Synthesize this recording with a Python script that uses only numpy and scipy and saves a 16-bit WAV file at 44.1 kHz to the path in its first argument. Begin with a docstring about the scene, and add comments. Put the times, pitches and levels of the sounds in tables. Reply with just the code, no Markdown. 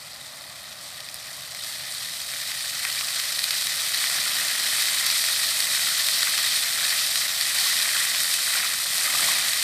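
"""Fountain jets on stone paving

A ring of jets rises in a park and its water falls back on wet stone: sign-random ticks, coloured by drop size.
Fine spray patters first; as the jets climb, fat lumps slap down in noise bursts, and near the end a tall
surge lands at once. Small bubbles, decaying sines, burst in the film; heavy columns drum in low-toned ticks.
A town murmurs far behind in filtered noise. The sound is almost mono."""
import sys
import numpy as np
from scipy import signal
from scipy.fft import rfft, irfft, next_fast_len
from scipy.io import wavfile
from scipy.ndimage import map_coordinates

SR = 44100
rng = np.random.default_rng(int(sys.argv[2]) if len(sys.argv) > 2 else 0)


def to_wav(s):
    """Save 16-bit WAV."""
    ch = np.atleast_2d(s).T  # columns
    pcm = np.round(np.clip(ch, -1, 1) * 32767)  # PCM
    wavfile.write(sys.argv[1], SR, pcm.astype(np.int16))


N = 424683

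# relative spectra of drops, fat lumps and mist: (frequency [Hz], level [dB per Hz])
DROP_SPECTRUM = [(40, -68), (300, -42.5), (1000, -23.5), (2000, -8), (3000, -0.5), (4000, 0), (5500, -0.5),
                 (7000, -10.5), (9000, -15.5), (15000, -16)]
LUMP_SPECTRUM = [(30, -62), (200, -38), (500, -21.5), (800, -13), (1200, -4.5), (1800, 2), (2600, 6),
                 (4000, -11), (7000, -19.5), (15000, -21)]
MIST_SPECTRUM = [(100, -76), (1000, -38), (3000, -17), (5000, -0.5), (7000, 4), (8200, 5.5), (10000, 2),
                 (13000, -1), (15500, -10.5)]


def amp(db):
    """Decibels to gain."""
    return 10 ** (np.asarray(db) / 20)


def unit(x):
    """Scaled to rms 1."""
    return x / np.sqrt(np.mean(x ** 2) + 1e-20)


def wobble(rate_hz):
    """Smooth random curve, rate_hz knots a second."""
    knots = rng.standard_normal(int(N * rate_hz / SR) + 4)
    return map_coordinates(knots, [np.arange(N) * rate_hz / SR])


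def shaped(x, db_at):
    """x through the causal minimum-phase filter of level db_at(Hz), built by folding the cepstrum."""
    size = next_fast_len(len(x) // 2 + 2048) * 2
    hz = np.fft.rfftfreq(size, 1 / SR) + 1  # +1 avoids log(0)
    cepstrum = irfft(np.log(amp(db_at(hz))))
    cepstrum[1:size // 2] *= 2
    cepstrum[size // 2 + 1:] = 0
    response = np.exp(rfft(cepstrum))
    return irfft(rfft(x, size) * response)[:len(x)]


def coloured(x, points):
    """x filtered through (Hz, dB) points, log-interpolated in frequency, at rms 1."""
    point_hz, point_db = np.transpose(points)
    return unit(shaped(x, lambda hz: np.interp(np.log(hz), np.log(point_hz), point_db)))


def impacts(rate_hz, spread_db):
    """Impulses at random moments, log-normal in size with the largest capped."""
    sizes = amp(spread_db * np.minimum(rng.standard_normal(N), 2.4))
    return (rng.random(N) < rate_hz / SR) * sizes


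def clusters(rate_hz, spread_db, life_s):
    """Strength, at rms 1, of droplet bursts from shattering lumps; each decays by 1/e in life_s."""
    energy = impacts(rate_hz, spread_db) ** 2
    power = signal.lfilter([1], [1, -np.exp(-2 / (life_s * SR))], energy)
    return unit(np.sqrt(power))


def patter(rate_hz, spread_db):
    """Droplet ticks of either sign, at rms 1."""
    return unit(impacts(rate_hz, spread_db) * rng.choice([-1, 1], N))


def flicker(x, depth_db, band_hz, life_s):
    """Drops of one size land together: bands about band_hz wide swell and fade over about life_s."""
    z = signal.stft(x, nperseg=128)[2]
    across = np.fft.fftfreq(z.shape[0], SR / 128)
    through_hz = np.fft.rfftfreq(8192, 64 / SR)
    smooth = np.exp(-(across[:, None] * band_hz) ** 2) / np.sqrt(1 + (2 * np.pi * through_hz * life_s) ** 2)
    noise = rng.standard_normal(smooth.shape) + 1j * rng.standard_normal(smooth.shape)
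    field = np.fft.irfft2(smooth * noise)
    gain = amp(depth_db * unit(field[:, :z.shape[1]]))
    return unit(signal.istft(z * gain, nperseg=128)[1][:N])


def swell(peak_s, length_s):
    """Bell in time, 1 at peak_s, length_s wide at half height."""
    return 0.5 ** ((2 * (np.arange(N) / SR - peak_s) / length_s) ** 2)


def landing():
    """Levels [dB] of lumps, drops, mist and columns: follow the jets, swell in surges, dip in lulls."""
    # water coming down as the jets climb: (time [s], flow below full [dB])
    flow_points = [(0, -17), (0.75, -16), (1.45, -12), (2.0, -8), (3.4, -2.5), (4.8, -0.34), (6.3, -0.07),
                   (8.4, -0.5), (9.63, -0.62)]
    # masses landing together: (peak [s], length [s], lump gain [dB], drop and mist gain [dB], column gain [dB])
    surges = [(1.679, 0.16, 0.5, 2.5, 0), (1.928, 0.16, 0.5, 1, 1), (2.914, 0.4, 2, 0.19, 2),
              (4.038, 0.16, 0, 0.5, 0), (4.42, 0.56, 1, 0, 3), (6.202, 0.3, -0.3, 0.22, 1),
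              (7.628, 0.2, 3, 2, 1), (8.051, 0.28, 4, 0.5, 0), (8.599, 0.16, 5.5, 0.92, 3),
              (9.261, 0.34, 5.5, 1.66, 8)]
    # water thrown higher is still in the air: (deepest [s], length [s], spray loss [dB])
    lulls = [(7.369, 0.18, 1.0), (8.805, 0.2, 1.5)]
    lump_lag_s, lump_lull_ratio = 0.11, 2
    tall_from_s, tall_rise_s = 7.3, 1.2  # jets shoot higher and tear up
    column_from_s, column_full_s, column_rise_db = 2.7, 4.2, 7
    sway_rate_hz, spray_sway_db, lump_sway_db = 8, 0.44, 1.24

    t = np.arange(N) / SR
    flow_at = lambda s: np.interp(s, *np.transpose(flow_points))
    tall = np.clip((t - tall_from_s) / tall_rise_s, 0, 1)
    lump_surge, spray_surge, column_surge = sum(
        np.outer(gains_db, swell(peak_s, length_s)) for peak_s, length_s, *gains_db in surges)
    lull = sum(loss_db * swell(deepest_s, length_s) for deepest_s, length_s, loss_db in lulls)
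    spray = spray_surge - lull + spray_sway_db * wobble(sway_rate_hz)
    lumps = lump_surge - lump_lull_ratio * lull + lump_sway_db * wobble(sway_rate_hz)
    column_rise = np.interp(t, [column_from_s, column_full_s], [-column_rise_db, 0])

    lump_db = -36 + flow_at(t - lump_lag_s) + 0.7 * tall + lumps
    drop_db = -28.5 + flow_at(t) - 0.71 * tall + spray
    mist_db = -30.74 + 0.92 * flow_at(t) + 1.34 * tall + spray
    column_db = -49 + column_rise + column_surge
    return lump_db, drop_db, mist_db, column_db


def falling_water(lump_db, drop_db, mist_db):
    """Lumps slap the stone and shatter; drops patter between them, the finest mist hisses."""
    flow = amp(drop_db - drop_db.max())
    bursts = clusters(rate_hz=480, spread_db=1.5, life_s=0.0024)

    def shower(burst_share, spread_db):
        """Ticks landing by themselves, denser with flow, plus ticks landing with the bursts."""
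        alone = patter(3500 + 12000 * flow, spread_db)
        return alone + burst_share * bursts * patter(20000, spread_db=3)

    slaps = bursts * patter(rate_hz=9000, spread_db=1.0) + 0.8 * patter(rate_hz=300, spread_db=3.5)
    lumps = coloured(slaps, LUMP_SPECTRUM)
    lumps = flicker(lumps, depth_db=1.0, band_hz=1800, life_s=0.018) * amp(lump_db)
    drops = coloured(shower(burst_share=0.83, spread_db=3.5), DROP_SPECTRUM)
    drops = flicker(drops, depth_db=1.0, band_hz=4200, life_s=0.007) * amp(drop_db)
    mist = coloured(shower(burst_share=0.73, spread_db=2.0), MIST_SPECTRUM)
    mist = flicker(mist, depth_db=1.03, band_hz=4500, life_s=0.0098) * amp(mist_db)
    # thin film: small bubbles that burst almost at once; the fizz sinks under the drops as flow grows
    fizz = bubbles(flow, pitch_hz=4817, decay_cycles=7.4, rise=0.013, count=4000)
    fizz = fizz * amp(drop_db - 4.0 - 10.7 * flow)
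    plops = bubbles(flow, pitch_hz=2213, decay_cycles=5.1, rise=0.054, count=3000)
    plops = plops * amp(lump_db - 6.5)
    return lumps + drops + mist + fizz + plops


def bubbles(flow, pitch_hz, decay_cycles, rise, count):
    """Tiny bubbles in the film ring as decaying sines, rising in pitch; more with more flow."""
    chance = np.cumsum(np.sqrt(flow))
    start = np.searchsorted(chance, rng.random(count) * chance[-1])
    hz = np.clip(pitch_hz * np.exp(0.267 * rng.standard_normal((count, 1))), 900, 12000)
    size = amp(6.4 * np.minimum(rng.standard_normal((count, 1)), 2))
    step = np.arange(SR // 120)
    turns = hz * step / SR
    phase = 2 * np.pi * turns * (1 + rise * turns / decay_cycles / 2)
    rings = size * np.exp(-turns / decay_cycles) * np.sin(phase)
    sound = np.bincount((start[:, None] + step).ravel(), rings.ravel(), N)[:N]
    return coloured(sound, [(60, -21), (1200, -3)])  # so small a source radiates little bass


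def columns(column_db):
    """Unbroken columns of water drum dully on the paving: random ticks, low-toned."""
    # relative spectrum: (frequency [Hz], level [dB per Hz])
    column_spectrum = [(25, -36), (60, -19), (140, 1), (220, -0.5), (400, -2), (700, 3), (1200, 2),
                       (3000, -20)]
    return coloured(patter(rate_hz=1500, spread_db=3.5), column_spectrum) * amp(column_db)


def town():
    """Far traffic, a low murmur of filtered noise, nearly steady."""
    # relative spectrum: (frequency [Hz], level [dB per Hz])
    town_spectrum = [(20, -21), (40, -19), (65, -6), (100, -4), (135, 0.5), (190, -7.5), (380, -15),
                     (600, -4), (1000, -10), (2000, -9), (5000, -7), (15000, -34)]
    return coloured(rng.standard_normal(N), town_spectrum) * amp(-47.5 + 0.25 * wobble(1.4))


def loud_slaps():
    """Big lumps tick on contact; each splash builds within 1 ms and dies, brighter the finer it shatters."""
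    # loudest slaps: (time [s], level before the trims below [dB], fineness [-1 fat lump, 0 drops, 1 mist])
    slap_table = [(1.005, -29.5, 0.012), (1.0879, -31, 0), (1.1434, -27, 1), (1.5486, -28, -0.39),
                  (2.5181, -27, -0.9), (2.851, -18, -0.68), (3.0097, -22.5, -1.1), (3.1992, -20.5, -0.35),
                  (3.3915, -20, 0.094), (3.441, -16.5, 0.039), (3.5076, -17.5, 0), (3.67, -19, -0.33),
                  (3.9458, -18, -0.29), (4.041, -21, -1.1), (4.277, -22, -0.45), (4.823, -17.5, 0.53),
                  (5.0655, -16, 0.57), (5.1018, -18.5, -0.33), (5.24, -22, -0.9), (5.431, -23, -0.4),
                  (5.6042, -17, 0.4), (6.0864, -15.5, -0.33), (6.2303, -18, -0.44), (6.272, -19.5, -0.9),
                  (6.378, -17.5, -0.32), (6.476, -20.5, 0.45), (6.946, -24, 0.038), (7.157, -18, 0),
                  (7.411, -17, 0.26), (7.424, -20.5, -0.0051), (7.889, -21.5, -0.72), (8.148, -22, -0.9),
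                  (8.203, -19, 0.46), (8.34, -17, 0.37), (9.014, -24, -0.94), (9.5334, -18, -0.22)]
    crack = 2.6  # contact tick relative to the splash noise
    breadth = 0.17  # spread over neighbouring sizes [fineness steps]
    # per size: spectrum, splash life [s], trim [dB]
    sizes = [(LUMP_SPECTRUM, 0.0009, -11.5), (DROP_SPECTRUM, 0.0008, -11.5), (MIST_SPECTRUM, 0.0005, -13.0)]
    out = np.zeros(N + SR)
    t = np.arange(SR // 40) / SR

    def burst(life_s):
        envelope = np.sqrt(t / life_s) * np.exp(-t / life_s)
        return crack * (t == 0) + rng.choice([-1, 1], len(t)) * envelope

    for time_s, level_db, fineness in slap_table:
        shares = 1 / (1 + ((np.array([-1, 0, 1]) - fineness) / breadth) ** 2)
        gains = np.sqrt(shares / shares.sum())
        slap = sum(gain * amp(level_db + trim_db) * coloured(burst(life_s), spectrum)
                   for gain, (spectrum, life_s, trim_db) in zip(gains, sizes))
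        out[round(time_s * SR):][:len(t)] += slap
    return out[:N]


def scene():
    """Everything stands straight ahead, alike in both channels."""
    lump_db, drop_db, mist_db, column_db = landing()
    sound = falling_water(lump_db, drop_db, mist_db) + loud_slaps() + columns(column_db) + town()
    return np.array([sound, sound])


def record(dry):
    """The housing colours the sound, left and right differ slightly in two narrow bands, the top is cut off."""
    # microphone housing resonances and notches: (centre [Hz], width [octaves], level [dB])
    housing = [(440, 0.22, -6.5), (600, 0.29, 4), (935, 0.087, -2), (1237, 0.2, 4.5), (1906, 0.12, 6),
               (2192, 0.034, -4), (2782, 0.066, -5.5), (3160, 0.02, 1), (3770, 0.056, 2.5), (4350, 0.15, 4),
               (6720, 0.11, -1.5), (9940, 0.25, 5), (10420, 0.09, -5)]
    # left and right differ slightly in level in two narrow bands:
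    # (centre [Hz], width [octaves], left minus right [dB])
    channel_lean = [(1917, 0.15, 4.5), (9540, 0.037, -6)]
    top_hz = 15550

    def bells(table, hz):
        return sum(db * np.exp(-.5 * (np.log2(hz / centre_hz) / width_oct) ** 2)
                   for centre_hz, width_oct, db in table)

    pair = [shaped(x, lambda hz: bells(housing, hz)) for x in dry]
    size = next_fast_len(N + SR // 10)
    hz = np.fft.rfftfreq(size, 1 / SR)
    lean_db = bells(channel_lean, hz + 1) / 2
    spectrum = rfft(pair, size) * amp([lean_db, -lean_db]) * (hz < top_hz)
    return irfft(spectrum, size)[:, :N]


dry = scene()
out = record(dry)
to_wav(out)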